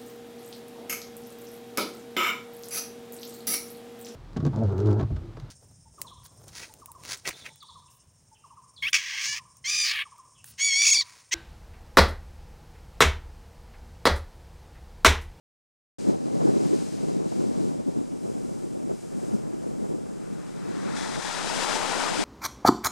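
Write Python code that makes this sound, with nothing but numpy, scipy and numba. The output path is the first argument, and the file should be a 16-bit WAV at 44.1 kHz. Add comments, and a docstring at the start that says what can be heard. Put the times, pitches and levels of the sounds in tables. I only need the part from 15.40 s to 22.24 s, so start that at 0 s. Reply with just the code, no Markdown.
"""A sandy beach with small waves, the sea to the left of two closely spaced microphone ports.
A sheet of foam fizzes up the sand as its tiny bubbles burst, then drains back over a wash of far surf.
The next wave gurgles, steepens and breaks: a roar of ringing bubbles, spray, big air pockets, slaps.
Wind eddies buffet the ports all the while and push the two channels in opposite directions."""
import sys
import numpy as np
from scipy import signal
from scipy.fft import rfft, irfft, next_fast_len
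from scipy.io import wavfile
from scipy.ndimage import uniform_filter1d
from numba import njit

SR = 44100
rng = np.random.default_rng(int(sys.argv[2]) if len(sys.argv) > 2 else 0)


def wav_out(sig):
    """Save sig, one row per channel (or a flat mono array), as 16-bit PCM at SR to the path in sys.argv[1]."""
    wavfile.write(sys.argv[1], SR, np.round(np.clip(np.atleast_2d(sig).T, -1, 1) * 32767).astype(np.int16))


N = 301644


def undb(db):
    return 10 ** (np.asarray(db) / 20)


def unit_rms(x):
    return x / np.sqrt(np.mean(x ** 2))


def curve(rows):
    """(seconds, value) points joined by lines, per sample."""
    return np.interp(np.arange(N) / SR, *np.transpose(rows))


def swells(rows, squareness=3.75):
    """Sum of flat-topped bumps in dB; length is the width at half height."""
    t = np.arange(N) / SR
    return sum(db * .5 ** (np.abs(2 * (t - s) / length) ** squareness) for s, length, db in rows)


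def over_bins(points):
    """(Hz, value) points joined on a log-frequency axis, per FFT bin."""
    hz, value = np.transpose(points)
    return np.interp(np.log(np.fft.rfftfreq(next_fast_len(N), 1 / SR) + 1), np.log(hz), value)


def filtered(x, bin_gain):
    return irfft(rfft(x, next_fast_len(N)) * bin_gain, next_fast_len(N))[..., :N]


def flicker(rate_hz):
    """Random steps, smoothed twice; rms 1."""
    hold = max(int(SR / rate_hz), 1)
    steps = np.repeat(rng.standard_normal(N // hold + 1), hold)
    return unit_rms(uniform_filter1d(uniform_filter1d(steps, hold), hold)[:N])


def crossfade(first, second, share):
    return first * np.sqrt(1 - share) + second * np.sqrt(share)


@njit
def ring(start, hz, size, cycles, glide):
    """Each bubble rings for some cycles, rising in pitch as it nears the surface."""
    out = np.zeros(N)
    for k in range(len(start)):
        first, length = int(start[k]), int(cycles * SR / hz[k]) + 2
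        phase = 0.
        for i in range(min(length, N - first)):
            age = i / length
            phase += 2 * np.pi * hz[k] / SR * (1 + glide * age)
            out[first + i] += size[k] * np.exp(-5 * age) * np.sin(phase)
    return out


def bubbles(low_hz, high_hz, cycles, spread_db, count):
    """A cloud of randomly timed bubbles with even power per Hz; rms 1."""
    when, pitch, luck = rng.random((count, 3)).T
    hz = low_hz * (high_hz / low_hz) ** pitch
    size = hz * undb(-spread_db * np.log(np.maximum(luck, 1 / 60)))
    return unit_rms(ring(when * N, hz, size, float(cycles), glide=0.1))


# Port directivity. Each row: frequency in Hz, share of left_db that applies.
DIRECTIVITY = [(10000, 1), (12000, .1)]

def water(grains, grain_db, spectrum, correlation, left_db):
    """Single bubbles over the hiss of countless others, coloured and spread in stereo."""
    gain = undb(over_bins(spectrum))
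    alike = np.clip(over_bins(correlation), -.98, .98)
    hiss = rng.standard_normal((2, N))
    common, apart = hiss + undb(grain_db) * np.array([grains, np.roll(grains, N // 2)])
    mid = filtered(common, gain * np.sqrt(1 + alike))
    side = filtered(apart, gain * np.sqrt(1 - alike))
    lean_db = left_db * over_bins(DIRECTIVITY) / 2
    pair = filtered(np.array([mid + side, mid - side]), undb([lean_db, -lean_db]))
    return pair / np.std(pair.mean(axis=0))


# Foam running up, then draining. Each row: frequency in Hz, gain in dB.
UPRUSH_SPECTRUM = [(60, -40), (300, 13), (800, -3), (1500, -0.5), (2500, 1), (3500, -4), (4000, 0.5),
                   (5000, 2), (7400, 2), (8600, 0.5), (10300, -6.5), (12400, -13.5), (15000, -29)]
BACKWASH_SPECTRUM = [(60, -31), (300, -11), (900, -2.5), (1400, 3), (1900, -8), (2300, -2.5), (3000, -7.5),
                     (3900, -8), (5200, -0.5), (6100, -1), (7500, 2.5), (8700, 1), (10300, -4.5),
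                     (12400, -11), (15000, -23)]
# Foam and far surf. Each row: frequency in Hz, left-right correlation.
WASH_CORRELATION = [(300, 0.36), (1500, 1), (2400, 0.75), (3300, 0.41), (4200, 0.59), (6500, 0.76),
                    (7800, .4), (9000, .08), (15000, .05)]
# Tongues of foam. Each row: centre in seconds, length in seconds, lift in dB.
FOAM_TONGUES = [(0.65, 0.17, 7.8), (1.33, 0.91, 8.7), (1.33, 0.24, 1.7), (1.72, 0.069, 1.3), (1.97, 0.2, 6),
                (2.21, 0.27, 6.5), (2.53, 0.16, 2.3), (3.05, 0.57, 2.7), (3.66, 0.34, 2), (3.9, 0.22, 4.3),
                (4.36, 0.31, 1)]

def swash(rest_db=-58.5):
    """Tiny bubbles burst in each tongue of foam; as the sheet drains only the finest are left."""
    pops = bubbles(low_hz=1940, high_hz=11000, cycles=7.2, spread_db=4, count=26000)
    fine = bubbles(low_hz=2920, high_hz=11500, cycles=4.1, spread_db=3.5, count=26000)
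    uprush = water(pops, -8.5, UPRUSH_SPECTRUM, WASH_CORRELATION, left_db=4.5)
    backwash = water(fine, -9, BACKWASH_SPECTRUM, WASH_CORRELATION, left_db=3)
    draining = curve([(2.1, 0.21), (2.8, 0.91)])
    fizz_db = rest_db + swells(FOAM_TONGUES) + 0.33 * flicker(25.2)
    return crossfade(uprush, backwash, draining) * undb(fizz_db)


# Distant waves. Each row: frequency in Hz, gain in dB.
SURF_SPECTRUM = [(25, 3), (60, -15), (200, 7), (500, -4), (900, -1.5), (1400, -15.5), (2000, -12),
                 (5000, -18.5), (12000, -36)]

def far_surf(level_db=-58):
    """Waves further along the bay merge into a dull, slowly swelling wash."""
    cloud = bubbles(low_hz=402, high_hz=3040, cycles=11.5, spread_db=1.5, count=6000)
    wash = water(cloud, -9.5, SURF_SPECTRUM, WASH_CORRELATION, left_db=-2)
    return wash * undb(level_db + .5 * flicker(3.26))


def eddies(spectrum, gust_db):
    """Big eddies follow the gusts weakly; small ones flare up. 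Rms near 1 at gust_db = 0."""
    big = over_bins([(90, 1), (200, 0)])
    small = over_bins([(450, 0), (1000, 1)])
    band_gains = undb(over_bins(spectrum)) * np.array([big, 1 - big - small, small])
    bands = filtered(rng.standard_normal(N), band_gains)
    swing_db = [.65 * gust_db, gust_db, 1.15 * gust_db + 1.6 * flicker(120)]
    return np.sum(bands * undb(swing_db), axis=0) / np.std(bands.sum(axis=0))


# Turbulence at the ports. Each row: frequency in Hz, gain in dB.
EDDY_SPECTRUM = [(20, -45), (43, -40), (65, -28), (86, -16.5), (110, -9), (150, -2), (195, .3), (300, -.7),
                 (400, -3.3), (550, -9.5), (800, -18.5), (1200, -30), (1800, -42.5), (2600, -54),
                 (5000, -85)]
RUMBLE_SPECTRUM = [(20, -26), (45, -30), (65, -15), (100, -6), (170, 0.5), (280, -5.5), (550, -11),
                   (1000, -21.5), (2000, -33), (5000, -69)]
# Breeze, slowly dying down. 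Each row: time in seconds, level in dB.
BREEZE = [(0.6, -30.5), (0.85, -27.5), (1.14, -21), (1.45, -29), (1.8, -26.5), (2.08, -25.5), (2.7, -32),
          (3.35, -30.5), (3.8, -30), (4.1, -29.5), (4.75, -33), (5.1, -31.5), (5.4, -30.5), (5.6, -29),
          (5.9, -35), (6.8, -33.5)]
# Each row: centre in seconds, length in seconds, lift (gusts) or drop (lulls) in dB.
GUSTS = [(0.685, 0.067, 10), (0.742, 0.021, 6), (0.96, .04, 1.5), (1.055, 0.094, 4), (1.335, 0.055, 4.5),
         (1.64, .04, 4.5), (2.225, 0.065, 1.5), (2.32, 0.11, 2), (2.48, 0.022, 3), (2.59, 0.08, 1),
         (2.88, 0.078, 3.5), (2.975, 0.03, 5), (3.04, .04, 2.5), (3.51, 0.023, 3.5), (3.945, 0.028, 5.5),
         (4.48, 0.18, 3), (4.93, .03, 1.5), (5.265, 0.044, 1.5), (5.48, 0.049, 5), (6.8, 0.055, 7.5)]
LULLS = [(1.51, 0.019, 10), (1.56, 0.025, 3), (1.895, 0.036, 9), (2.44, 0.034, 7), (2.8, 0.058, 2),
         (3.295, 0.03, 5), (3.6, 0.078, 8.5), (3.685, 0.059, 6), (5.11, 0.2, 4), (5.82, .035, 11),
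         (5.925, 0.039, 5)]

def wind(mean_db=-30, rumble_db=-48.5):
    """Most of the turbulence moves the channels in opposite phase; a faint rumble reaches both alike."""
    flutter_db = .5 * flicker(40) + 1.3 * flicker(90)
    gust_db = curve(BREEZE) - mean_db + swells(GUSTS) - swells(LULLS) + flutter_db
    across = eddies(EDDY_SPECTRUM, gust_db) * undb(mean_db)
    rumble = eddies(RUMBLE_SPECTRUM, 0.92 * gust_db) * undb(rumble_db)
    return np.array([across * undb(-0.06), -across * undb(-0.67)]) + rumble


def swings(rows):
    """Short pressure swings that swell and die within a few cycles."""
    out, t = np.zeros(N), np.arange(N) / SR
    for s, db, hz, cycles in rows:
        near = slice(int((s - .1) * SR), int((s + .1) * SR))
        turns = (t[near] - s) * hz
        envelope = np.exp(-np.hypot(turns, .3) / cycles)
        out[near] += undb(db) * envelope * np.sin(2 * np.pi * turns)
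    return out


# Each row: centre in seconds, gain in dB, pitch in Hz, decay in cycles, left over right in dB.
WIND_BUFFETS = [(0.653, -16, 290, .9, 2), (0.688, -16, 200, 1.8, 2), (0.841, -19, 260, 1, 0),
                (1.039, -17, 260, 1.4, 4.5), (1.055, -9, 330, 1.5, 2), (1.085, -12, 400, 1, 1.5),
                (1.113, -17, 270, 1, 3), (1.169, -16, 330, 1.2, 0), (1.201, -16, 340, 1.2, 1),
                (1.268, -18, 280, 1.2, 5.5), (1.315, -14, 300, 1.4, 0), (1.338, -11, 400, 2.2, 1),
                (1.425, -22, 280, 2, 1), (1.47, -23, 450, 1.4, 4), (1.539, -14.5, 320, .9, 1),
                (1.641, -16.5, 420, 1.2, 1.5), (1.821, -17, 330, 1.2, 2), (1.997, -13.5, 270, 1, 1.5),
                (2.07, -19, 210, 2.4, 3.5), (2.206, -18, 290, 1.5, 1.5), (2.245, -15.5, 250, 1.1, 4.5),
                (2.312, -17, 280, 1.2, 2.5), (2.47, -17.5, 260, 1.8, 2), (2.591, -18, 235, 1.2, 2.5),
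                (2.739, -21, 260, 1.4, 2.5), (2.97, -16, 290, 1.2, 2), (3.049, -19, 350, 1.3, 1),
                (3.246, -21, 350, 1.3, 1), (3.444, -19, 250, 1.1, 1), (3.945, -13, 220, 2.2, 2.5),
                (4.384, -20, 250, .9, 1), (4.43, -18, 210, 1.8, 1.5), (4.544, -20, 300, 1.5, 2),
                (4.928, -23, 210, 2, 2.5), (5.256, -20, 290, 1.1, 1), (5.372, -20, 280, 1.3, 1.5),
                (5.497, -16, 210, 1.2, 2), (6.001, -23, 300, 1, 1.5), (6.353, -21, 240, 1.4, 1.5),
                (6.794, -17, 300, 1.6, 1.5)]

def buffets():
    """A strong eddy passes as one pressure swing, pushing on the left port and pulling on the right."""
    left = swings([row[:4] for row in WIND_BUFFETS])
    right = -swings([(s, db - skew_db, hz, cycles) for s, db, hz, cycles, skew_db in WIND_BUFFETS])
    low_cut = over_bins([(60, 0), (170, 0.89)])
    return filtered(np.array([left, right]), low_cut)


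# Bubbles before and during the break. Each row: frequency in Hz, gain in dB.
GURGLE_SPECTRUM = [(60, -23), (125, 0), (450, -16), (750, 0), (1050, 3.5), (1380, 3.5), (1650, -1),
                   (1950, -6), (2600, -6), (4000, -31), (9000, -58)]
ROAR_SPECTRUM = [(40, -42), (150, -4.5), (450, -8), (700, 1), (860, 3), (1130, 0.5), (1380, 3),
                 (1600, -0.5), (1900, -3.5), (2600, -10.5), (4000, -32), (9000, -60)]
# Roar, spray and plunge. Each row: frequency in Hz, left-right correlation.
WAVE_CORRELATION = [(100, -0.48), (350, -0.052), (600, -0.021), (850, 1), (1100, 0.27), (1500, 0.83),
                    (2200, 0.45), (3200, 0.75), (5500, 0.51), (7000, 0.53), (8500, -0.47), (14000, 0.14)]
# The bore running closer. Each row: time in seconds, lift in dB.
ROAR_LIFT = [(5.9, 2.4), (6.25, 0.5), (6.65, 4), (6.84, 1.5)]

def roar(slosh, gain_db=1.36):
    """Backwash gurgles as it meets the wave; the bubbles grow and the gurgle turns into a roar."""
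    cloud = bubbles(low_hz=465.5, high_hz=3846, cycles=21, spread_db=-1.5, count=14000)
    roaring = water(cloud, -2, ROAR_SPECTRUM, WAVE_CORRELATION, left_db=10.8)
    gurgle = water(cloud, -10, GURGLE_SPECTRUM, WAVE_CORRELATION, left_db=7.5)
    arrival = curve([(3.3, 0.034), (3.9, 0.89), (4.6, 0.34), (5.1, 0.43)])
    steepening = curve([(5.2, 0.058), (5.75, 0.95)])
    roar_db = gain_db + curve(ROAR_LIFT) + 1.05 * slosh
    return crossfade(gurgle, roaring, steepening) * arrival * undb(roar_db)


# First splash of the crest, then its spray. Each row: frequency in Hz, gain in dB.
CURL_SPECTRUM = [(200, -52), (1200, -3), (1900, 10), (2400, 0), (2950, -9), (3300, 2), (3950, 3), (4400, 1),
                 (6100, 2.5), (6900, 0), (8400, 1.5), (10600, -8.5), (12000, -16), (15000, -52)]
SPRAY_SPECTRUM = [(200, -44), (1200, 2.5), (2400, 3), (3200, 0.5), (4000, -0.5), (4950, 1), (6500, -1.5),
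                  (8400, -0.5), (9400, -4.5), (10600, -11.5), (12000, -17.5), (15000, -43)]

def spray(slosh, gain_db=-1.5):
    """The crest splashes as it curls, then throws a shower of drops as it collapses."""
    drops = bubbles(low_hz=2020, high_hz=11900, cycles=1.1, spread_db=2.5, count=30000)
    curl = water(drops, -4, CURL_SPECTRUM, WAVE_CORRELATION, left_db=8)
    shower = water(drops, -10, SPRAY_SPECTRUM, WAVE_CORRELATION, left_db=9)
    spilling = curve([(4.9, 0.24), (5.32, 0.5), (5.535, 0.55), (5.575, 0.9)])
    collapse = curve([(5.68, 0.09), (6.1, 0.99)])
    spray_db = gain_db + 0.19 * slosh + 0.72 * flicker(70)
    return crossfade(curl, shower, collapse) * spilling * undb(spray_db)


# Air pockets. Each row: frequency in Hz, gain in dB.
PLUNGE_SPECTRUM = [(25, -8), (60, -26), (130, -7.5), (270, -4.5), (450, -2), (760, -1.5), (1000, -1.5),
                   (1600, -27), (4000, -56)]

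def plunge(gain_db=-5, attack_s=0.22, attack_end_s=5.67, growth_db_per_s=2.7):
    """Big air pockets, folded under the crest, ring low and ever louder."""
    pockets = bubbles(low_hz=214, high_hz=1217, cycles=10.2, spread_db=0, count=3000)
    churn = water(pockets, -7.5, PLUNGE_SPECTRUM, WAVE_CORRELATION, left_db=10)
    age_s = np.arange(N) / SR - attack_end_s
    attack = np.clip(1 + age_s / attack_s, 0, 1)
    return churn * attack * undb(gain_db + growth_db_per_s * age_s + 0.57 * flicker(21))


# The wave nearing, spilling, collapsing. Each row: time in seconds, level in dB.
WAVE_STRENGTH = [(4.55, -65), (4.85, -53.7), (5.25, -49.8), (5.55, -41.7), (6.15, -32.5), (6.6, -33.8),
                 (6.84, -33.5)]
# Stretches of crest falling. Each row: centre in seconds, length in seconds, lift in dB.
CREST_TUMBLES = [(5.45, .11, 1.2), (5.61, 0.12, 1.2), (6.24, 0.15, 1.3), (6.39, 0.15, 1.6),
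                 (6.63, 0.19, 1.6)]

def breaker():
    """Roar, spray and plunge all follow the strength of the breaking wave."""
    wave_db = curve(WAVE_STRENGTH) + swells(CREST_TUMBLES)
    slosh = flicker(30)  # lifts roar and spray together
    return undb(wave_db) * (roar(slosh) + spray(slosh) + plunge())


# Each row: centre in seconds, gain in dB, pitch in Hz, decay in cycles.
WATER_SLAPS = [(5.851, -26, 850, 1.2), (5.962, -27, 1400, 1), (6.246, -25, 1200, 1), (6.636, -19, 900, .7),
               (6.681, -24, 1100, 1.2)]

def slaps(left_db=10):
    """Lumps of water thrown clear of the crest fall back on the left, each trapping a pocket of air."""
    return swings(WATER_SLAPS) * undb([[left_db / 2], [-left_db / 2]])


def scene():
    return swash() + far_surf() + wind() + buffets() + breaker() + slaps()


# Cavity resonances behind the ports. Each row: frequency in Hz, gain in dB.
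PORT_RESPONSE = [(2500, 0), (2850, 0.5), (3300, 3), (3650, 1), (4020, 4), (4370, -1), (4750, 2),
                 (5300, 0.5)]
START_S, LOWPASS_HZ = .584, 15100

def record(dry):
    """The ports colour the sound; it is silent until START_S, and the top treble is cut."""
    gate = np.clip((np.arange(N) / SR - START_S) / .003, 0, 1)
    heard = filtered(dry, undb(over_bins(PORT_RESPONSE))) * gate
    lowpass = signal.ellip(8, .2, 80, LOWPASS_HZ, fs=SR, output="sos")
    return signal.sosfilt(lowpass, heard)


dry = scene()
out = record(dry)
wav_out(out)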